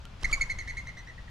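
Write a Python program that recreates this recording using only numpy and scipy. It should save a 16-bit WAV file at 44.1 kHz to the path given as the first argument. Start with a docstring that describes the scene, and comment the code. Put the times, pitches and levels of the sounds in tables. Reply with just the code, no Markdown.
"""A dove takes off from a stone birdbath in a fenced garden and flies away.
A small pump hums and its fountain trickles throughout; one drop ticks at the start.
From 0.23 s the wings beat: the first beats clap and push air at the microphone.
On each downstroke a flight feather of each wing flutters into a whistle, often after a soft hoot.
The beats slow and fade, the garden's echo gains on them, and the last whistle ends near 1.3 s."""
import sys
import numpy as np
from scipy import signal
from scipy.fft import rfft, irfft, next_fast_len
from scipy.io import wavfile

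SR = 44100
rng = np.random.default_rng(int(sys.argv[2]) if len(sys.argv) > 2 else 0)


def master(y):
    """Save y as 16-bit WAV."""
    cut = np.clip(np.atleast_2d(y).T, -1, 1)
    pcm = np.round(cut * 32767)  # scale
    wavfile.write(sys.argv[1], SR, pcm.astype(np.int16))


N = 57330
T = np.arange(N) / SR
BIN_HZ = np.fft.rfftfreq(N, 1 / SR)


def amp(db):
    """Decibels to gain."""
    return 10 ** (np.asarray(db) / 20)


def unit(x):
    """Scales to rms 1."""
    return x / np.sqrt(np.mean(x ** 2) + 1e-20)


def by_hz(points, hz):
    """Reads a table on a log-frequency axis."""
    f, value = np.transpose(points)
    return np.interp(np.log(hz + 1), np.log(f + 1), value)


def by_time(points):
    """Reads a table at every sample time."""
    return np.interp(T, *np.transpose(points))


def add(mix, start_s, sound):
    """Mixes a sound in."""
    part = mix[max(round(start_s * SR), 0):][:len(sound)]
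    part += sound[:len(part)]


def noise(spectrum):
    """Coloured noise of rms near 1."""
    return irfft(rfft(rng.standard_normal(N)) * unit(amp(by_hz(spectrum, BIN_HZ))), N)


def wander(size, rate_hz):
    """Smooth random curve of rms near 1."""
    padded = next_fast_len(size + SR // 10)
    hz = np.fft.rfftfreq(padded, 1 / SR)
    white = rng.standard_normal(2 * N)[:padded]
    return unit(irfft(rfft(white) * np.exp(-(hz / rate_hz) ** 2), padded))[:size]


def bump(middle_s, width_s):
    """Gaussian pulse of height 1."""
    return np.exp(-.5 * ((T - middle_s) / width_s) ** 2)


def panned(left_db):
    """Channel gains for a left-minus-right level."""
    return amp(np.array([left_db, -left_db]).reshape(2, -1) / 2)


def wash(spectrum, db, correlation, left_db):
    """Steady noise, partly shared by the two channels."""
    left, other = unit(noise(spectrum)), unit(noise(spectrum))
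    right = correlation * left + np.sqrt(1 - correlation ** 2) * other
    return amp(db) * panned(left_db) * np.array([left, right])


# Outdoor noise spectra. Each row: frequency in Hz, relative density in dB.
RUMBLE_SPECTRUM = [(15, -1.5), (30, 3.5), (55, 1.5), (80, -0.5), (100, -10), (135, -7.5), (200, -13),
                   (300, -23.5), (600, -79)]
HISS_SPECTRUM = [(100, -4), (300, 1), (600, 2), (1300, 1.5), (2000, -3.5), (3300, -4), (6500, -15),
                 (9000, -25), (12500, -30.5), (15500, -46)]


def outdoors():
    """Distant rumble and outdoor hiss."""
    rumble = wash(RUMBLE_SPECTRUM, db=-46.5, correlation=.985, left_db=2.5)
    hiss = wash(HISS_SPECTRUM, db=-56, correlation=.37, left_db=1.8)
    return rumble + hiss


def pump(hz=118.1, rms_db=-56.5, waver_rad=.84, waver_hz=8.6):
    """The pump hums on one slightly wavering tone."""
    return amp(rms_db) * np.sqrt(2) * np.sin(2 * np.pi * hz * T + waver_rad * wander(N, waver_hz))


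def fountain(bubbles_per_s=220, low_hz=682, high_hz=6840, decay_cycles=5, floor_db=-68, spread_db=3.5):
    """Tiny bubbles ring at random in the basin."""
    out, t = np.zeros((2, N)), np.arange(SR // 20) / SR
    for when, pitch, size, side in rng.random((int(bubbles_per_s * N / SR), 4)):
        hz = low_hz * (high_hz / low_hz) ** pitch
        envelope = np.exp(-hz * t / decay_cycles) * (1 - np.exp(-hz * t))
        db = floor_db - spread_db * np.log(1 - size)
        ring = amp(db) * envelope * np.sin(2 * np.pi * hz * t)
        add(out[0], when * N / SR, np.sqrt(1 - side) * ring)
        add(out[1], when * N / SR, np.sqrt(side) * ring)
    return out


# Ring of a drop. Each row: frequency in Hz, decay in seconds, relative level in dB.
DROP_MODES = [(1392, 0.017, -14), (3130, 0.0017, -7), (3700, 0.00027, 0.5), (6050, 0.00017, -1),
              (8950, 0.00013, -16)]


def drop(start_s=.054, gain_db=-36.5):
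    """One drop stands out with a sharp tick."""
    out, t = np.zeros(N), np.arange(SR // 20) / SR
    for hz, decay_s, db in DROP_MODES:
        add(out, start_s, amp(gain_db + db) * np.exp(-t / decay_s) * np.sin(2 * np.pi * hz * t))
    return out


# Diffuse tail. Each row: frequency in Hz, time to fall 60 dB in seconds.
GARDEN_DECAY = [(200, 0.16), (2000, 0.35), (6000, 0.27), (14000, 0.26)]
# Basin, ground, fence. Each row: delay in seconds, level against the tail in dB.
REFLECTIONS = [(.0068, -7), (.0125, -2), (.0205, -6.5)]
# The echo's share grows with distance. Each row: time in seconds, send gain in dB.
GARDEN_SEND = [(.24, -16), (.42, -15.5), (.6, -10.5), (.9, -9.5), (1.25, -9)]


def garden(source, build_s=.011):
    """Three near reflections and a short diffuse tail that differs between the channels."""
    hz, t, bins = signal.stft(rng.standard_normal((2, SR // 2)), SR, nperseg=256)
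    decay = amp(-60 * t / by_hz(GARDEN_DECAY, hz)[:, None])
    response = signal.istft(bins * decay, SR, nperseg=256)[1]
    response *= np.minimum(np.arange(response.shape[1]) / SR / build_s, 1)
    response /= np.linalg.norm(response[0])
    for delay_s, db in REFLECTIONS:
        response[:, round((delay_s + rng.random() / 2000) * SR)] += amp(db)
    return signal.fftconvolve(source * amp(by_time(GARDEN_SEND)), response, axes=1)[:, :N]


# Eddy strength. Each row: time in seconds, level in dB.
WAKE_LEVELS = [(.19, -79), (.24, -40), (.4, -51), (.55, -43), (.7, -52), (.85, -49.5), (.95, -65)]
# Eddy spectrum. Each row: frequency in Hz, relative density in dB.
WAKE_SPECTRUM = [(15, -5), (30, 1.5), (70, 2), (130, -4.5), (200, -13.5), (350, -29.5), (700, -59)]


def wake():
    """Eddies left by the wings rumble."""
    return amp(by_time(WAKE_LEVELS)) * unit(noise(WAKE_SPECTRUM))


# Pressure pulses. 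Each row: middle of the push in seconds, level in dB.
AIR_PUFFS = [(0.244, -24.5), (0.322, -24.5), (.404, -27), (.492, -31.5), (0.577, -33.5), (.669, -36)]


def puffs():
    """Each near wingbeat pushes air, sucks it back, and pushes again on the way up."""
    out = np.zeros(N)
    for middle_s, db in AIR_PUFFS:
        push = bump(middle_s, width_s=.0041)
        suck = amp(-8) * bump(middle_s + .016, width_s=.013)
        push_again = amp(-6.5) * bump(middle_s + .0468, width_s=.005)
        out += amp(db) * (push - suck + push_again)
    return out


# Rustle strength. Each row: time in seconds, level in dB.
SWISH_LEVELS = [(.17, -85), (.215, -53.5), (.26, -51), (.31, -48.5), (.38, -51.5), (.47, -56), (.6, -60),
                (.8, -62.5), (1.0, -70)]
# Rustle spectrum. Each row: frequency in Hz, relative density in dB.
SWISH_SPECTRUM = [(150, -4), (500, 3), (1100, 2.5), (1800, 6), (3000, -5), (5500, -3), (7500, -10),
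                  (11000, -20.5), (15000, -36)]


def swish():
    """Feathers rustle as the wings sweep."""
    return amp(by_time(SWISH_LEVELS)) * unit(noise(SWISH_SPECTRUM))


# Claps and flicks. Each row: middle in seconds, width in seconds, level in dB.
FEATHER_CLAPS = [(0.2287, .0012, -44.5), (0.2341, 0.0017, -35), (0.314, 0.0016, -49),
                 (0.3179, 0.0029, -39.5), (0.4, 0.0028, -51.5), (0.407, 0.0014, -50), (0.499, 0.00098, -48),
                 (0.588, 0.0021, -47), (.678, 0.0011, -49), (.772, .0012, -57), (0.869, .0015, -57)]
# Clap spectrum. Each row: frequency in Hz, relative density in dB.
CLAP_SPECTRUM = [(120, 2), (500, -0.5), (1400, -1.5), (2200, -9), (3100, 2), (5000, -6), (7000, -10),
                 (10000, -19), (15000, -47)]


def claps():
    """Short bursts of noise where feathers meet."""
    envelope = sum(amp(db) * bump(middle_s, width_s) for middle_s, width_s, db in FEATHER_CLAPS)
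    return envelope * noise(CLAP_SPECTRUM)


FLUTTER_HZ = 220
# Hoots. Each row: middle in seconds, length in seconds, pitch in Hz, level in dB.
SOFT_HOOTS = [(0.301, .012, 1190, -40), (0.324, .008, 1352, -38), (.381, .022, 1118, -42),
              (0.404, .009, 1330, -43), (0.476, .024, 1010, -52), (0.555, 0.013, 970, -52),
              (0.744, 0.018, 955, -52.5), (0.838, 0.022, 960, -55.5)]


def hoots(fall=.18, jitter=.031):
    """Soft, rough, falling hoots on the upstrokes and at the low start of two whistles."""
    out = np.zeros(N)
    for middle_s, length_s, hz, db in SOFT_HOOTS:
        progress = np.arange(0, length_s, 1 / SR) / length_s
        pitch_hz = hz * (1 - fall * (progress - .5) + jitter * wander(len(progress), FLUTTER_HZ))
        tone = np.sin(2 * np.pi * np.cumsum(pitch_hz) / SR)
        add(out, middle_s - length_s / 2, amp(db) * np.sin(np.pi * progress) * tone)
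    return out


# Feather harmonics 2 to 7. Each entry: relative level in dB.
HARMONICS_DB = [-12, -12.5, -29, -36, -42, -48]


def feather(length_s, hz, rise_s, sag, fade_db, overtones_db):
    """One feather flutters through a downstroke; returns its tone and the envelope of the air rush."""
    scoop, jitter, shimmer_db = .36, .015, 2
    attack_s, release_s = .0057, .0091
    overtone_fade_db, rush_fade_db = -7, -3  # duller as the wing slows
    t = np.arange(0, length_s, 1 / SR)
    progress = t / length_s
    # The pitch leaps up as the wing gathers speed, then sags.
    glide = (1 - scoop * np.exp(-t / rise_s)) * (1 - sag * progress ** 1.956)
    pitch_hz = hz * glide * (1 + jitter * wander(len(t), FLUTTER_HZ))
    phase = 2 * np.pi * (np.cumsum(pitch_hz) / SR + rng.random())
    attack = np.sin(np.pi / 2 * np.minimum(t / attack_s, 1)) ** 2
    force = attack * np.clip((length_s - t) / release_s, 0, 1)
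    brightness = force * amp(overtones_db + overtone_fade_db * progress)
    tone = np.sin(phase)
    for harmonic, db in enumerate(HARMONICS_DB, start=2):
        gain = brightness * amp(db + 2 * shimmer_db * wander(len(t), FLUTTER_HZ))
        tone += gain * np.sin(harmonic * phase)
    envelope = force * amp(fade_db * progress + shimmer_db * wander(len(t), FLUTTER_HZ))
    return tone * envelope, envelope * amp(rush_fade_db * progress)


# Whistles. Each row: start in seconds, length in seconds, pitch in Hz, pitch rise in seconds,
# pitch sag as a fraction, level in dB, fade in dB, overtone gain in dB, far wing against near in dB.
DOWNSTROKES = [(0.2416, .020, 2419, 0.0036, 0.26, -19, -6.5, -2.5, -9),
               (0.3252, 0.036, 2299, 0.00077, 0.135, -16, -20.5, 2, -21),
               (0.408, .039, 2229, 0.00148, 0.099, -19, -18.5, -1.5, -20),
               (0.4938, 0.038, 2266, 0.0036, .12, -27.5, -5, -2, -13),
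               (0.5835, 0.044, 2264, 0.0031, 0.17, -32.5, -7.5, -0.5, -7.5),
               (0.6714, .047, 2296, .0055, 0.155, -36.5, -2, -0.5, -4),
               (0.767, 0.044, 2224, 0.0035, 0.12, -30.5, -9.5, -5, -22),
               (0.8667, 0.0434, 2190, 0.0043, 0.103, -40.5, -2, -4, -10.5),
               (0.966, 0.043, 2164, 0.0058, 0.11, -44.5, -2, 0.5, -6.5),
               (1.068, 0.044, 2096, 0.0052, .10, -46.5, -0.5, -3.5, -6),
               (1.176, 0.024, 1912, 0.0017, 0.033, -43.5, -7, -19, -15),
               (1.275, 0.018, 1915, 0.0011, 0.023, -45.5, -9, -17, -10)]
# Air through the feathers. Each row: frequency in Hz, relative density in dB.
RUSH_SPECTRUM = [(200, -7.5), (1200, -11), (1700, -2), (2100, 13), (2400, -13), (2800, -9), (6000, -14),
                 (9000, -15.5), (13000, -36), (15500, -46)]


def downstrokes(far_lag_s=.003, far_pitch_ratio=.93, rush_db=-18.5):
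    """The two wings whistle slightly apart and beat against each other, over a rush of air."""
    tones, flow = np.zeros(N), np.zeros(N)
    for start_s, length_s, hz, rise_s, sag, db, fade_db, overtones_db, far_db in DOWNSTROKES:
        near, rush = feather(length_s, hz, rise_s, sag, fade_db, overtones_db)
        far, _ = feather(length_s, hz * far_pitch_ratio, rise_s, sag, fade_db, overtones_db)
        add(tones, start_s, amp(db) * near)
        add(tones, start_s + far_lag_s, amp(db + far_db) * far)
        add(flow, start_s, amp(db + rush_db) * rush)
    return tones + flow * noise(RUSH_SPECTRUM)


# Phase between the ports. Each row: frequency in Hz, left lead in radians.
PORT_PHASE = [(20, 0.4), (700, -0.69), (2400, -1.13), (3700, -1.6), (4400, -0.66), (6500, -0.66),
              (15000, 0)]
# Balance of the ports. Each row: frequency in Hz, left minus right in dB.
PORT_BALANCE = [(500, -2), (1100, 0.5), (2200, 0.5), (6500, 0), (9000, 3.5), (13000, 8)]


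def ports(source):
    """The microphone's two ports hear a source at different phases; the left is brighter."""
    lead_rad = by_hz(PORT_PHASE, BIN_HZ)
    shift = np.exp(.5j * np.array([lead_rad, -lead_rad]))
    return irfft(rfft(source) * shift * panned(by_hz(PORT_BALANCE, BIN_HZ)), N)


# The dove's bearing, right to centre. Each row: time in seconds, left minus right in dB.
FLIGHT_PAN = [(.24, -4.5), (.33, -3.5), (.5, -2.3), (.8, -2.8), (1.0, -2), (1.2, 0)]


def scene():
    """The dove, its echo and its draught, over the birdbath and the outdoor noise."""
    dove = ports(downstrokes() + hoots() + claps() + swish())
    direct = dove * panned(by_time(FLIGHT_PAN))
    echo = garden(dove)
    draught = (puffs() + wake()) * panned(left_db=2.5)
    return direct + echo + draught + fountain() + drop() + pump() + outdoors()


# Microphone response. Each row: frequency in Hz, gain in dB.
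MIC_RESPONSE = [(20, 0.5), (12000, 0.5), (13500, -3), (15500, -10)]


def record(dry):
    """The microphone's treble roll-off, then a steep low-pass."""
    cutoff_hz = 15300
    heard = irfft(rfft(dry) * amp(by_hz(MIC_RESPONSE, BIN_HZ)), N)
    lowpass = signal.firwin(511, cutoff_hz, window=("kaiser", 9), fs=SR)
    return signal.oaconvolve(heard, lowpass[None], "same")


dry = scene()
out = record(dry)
master(out)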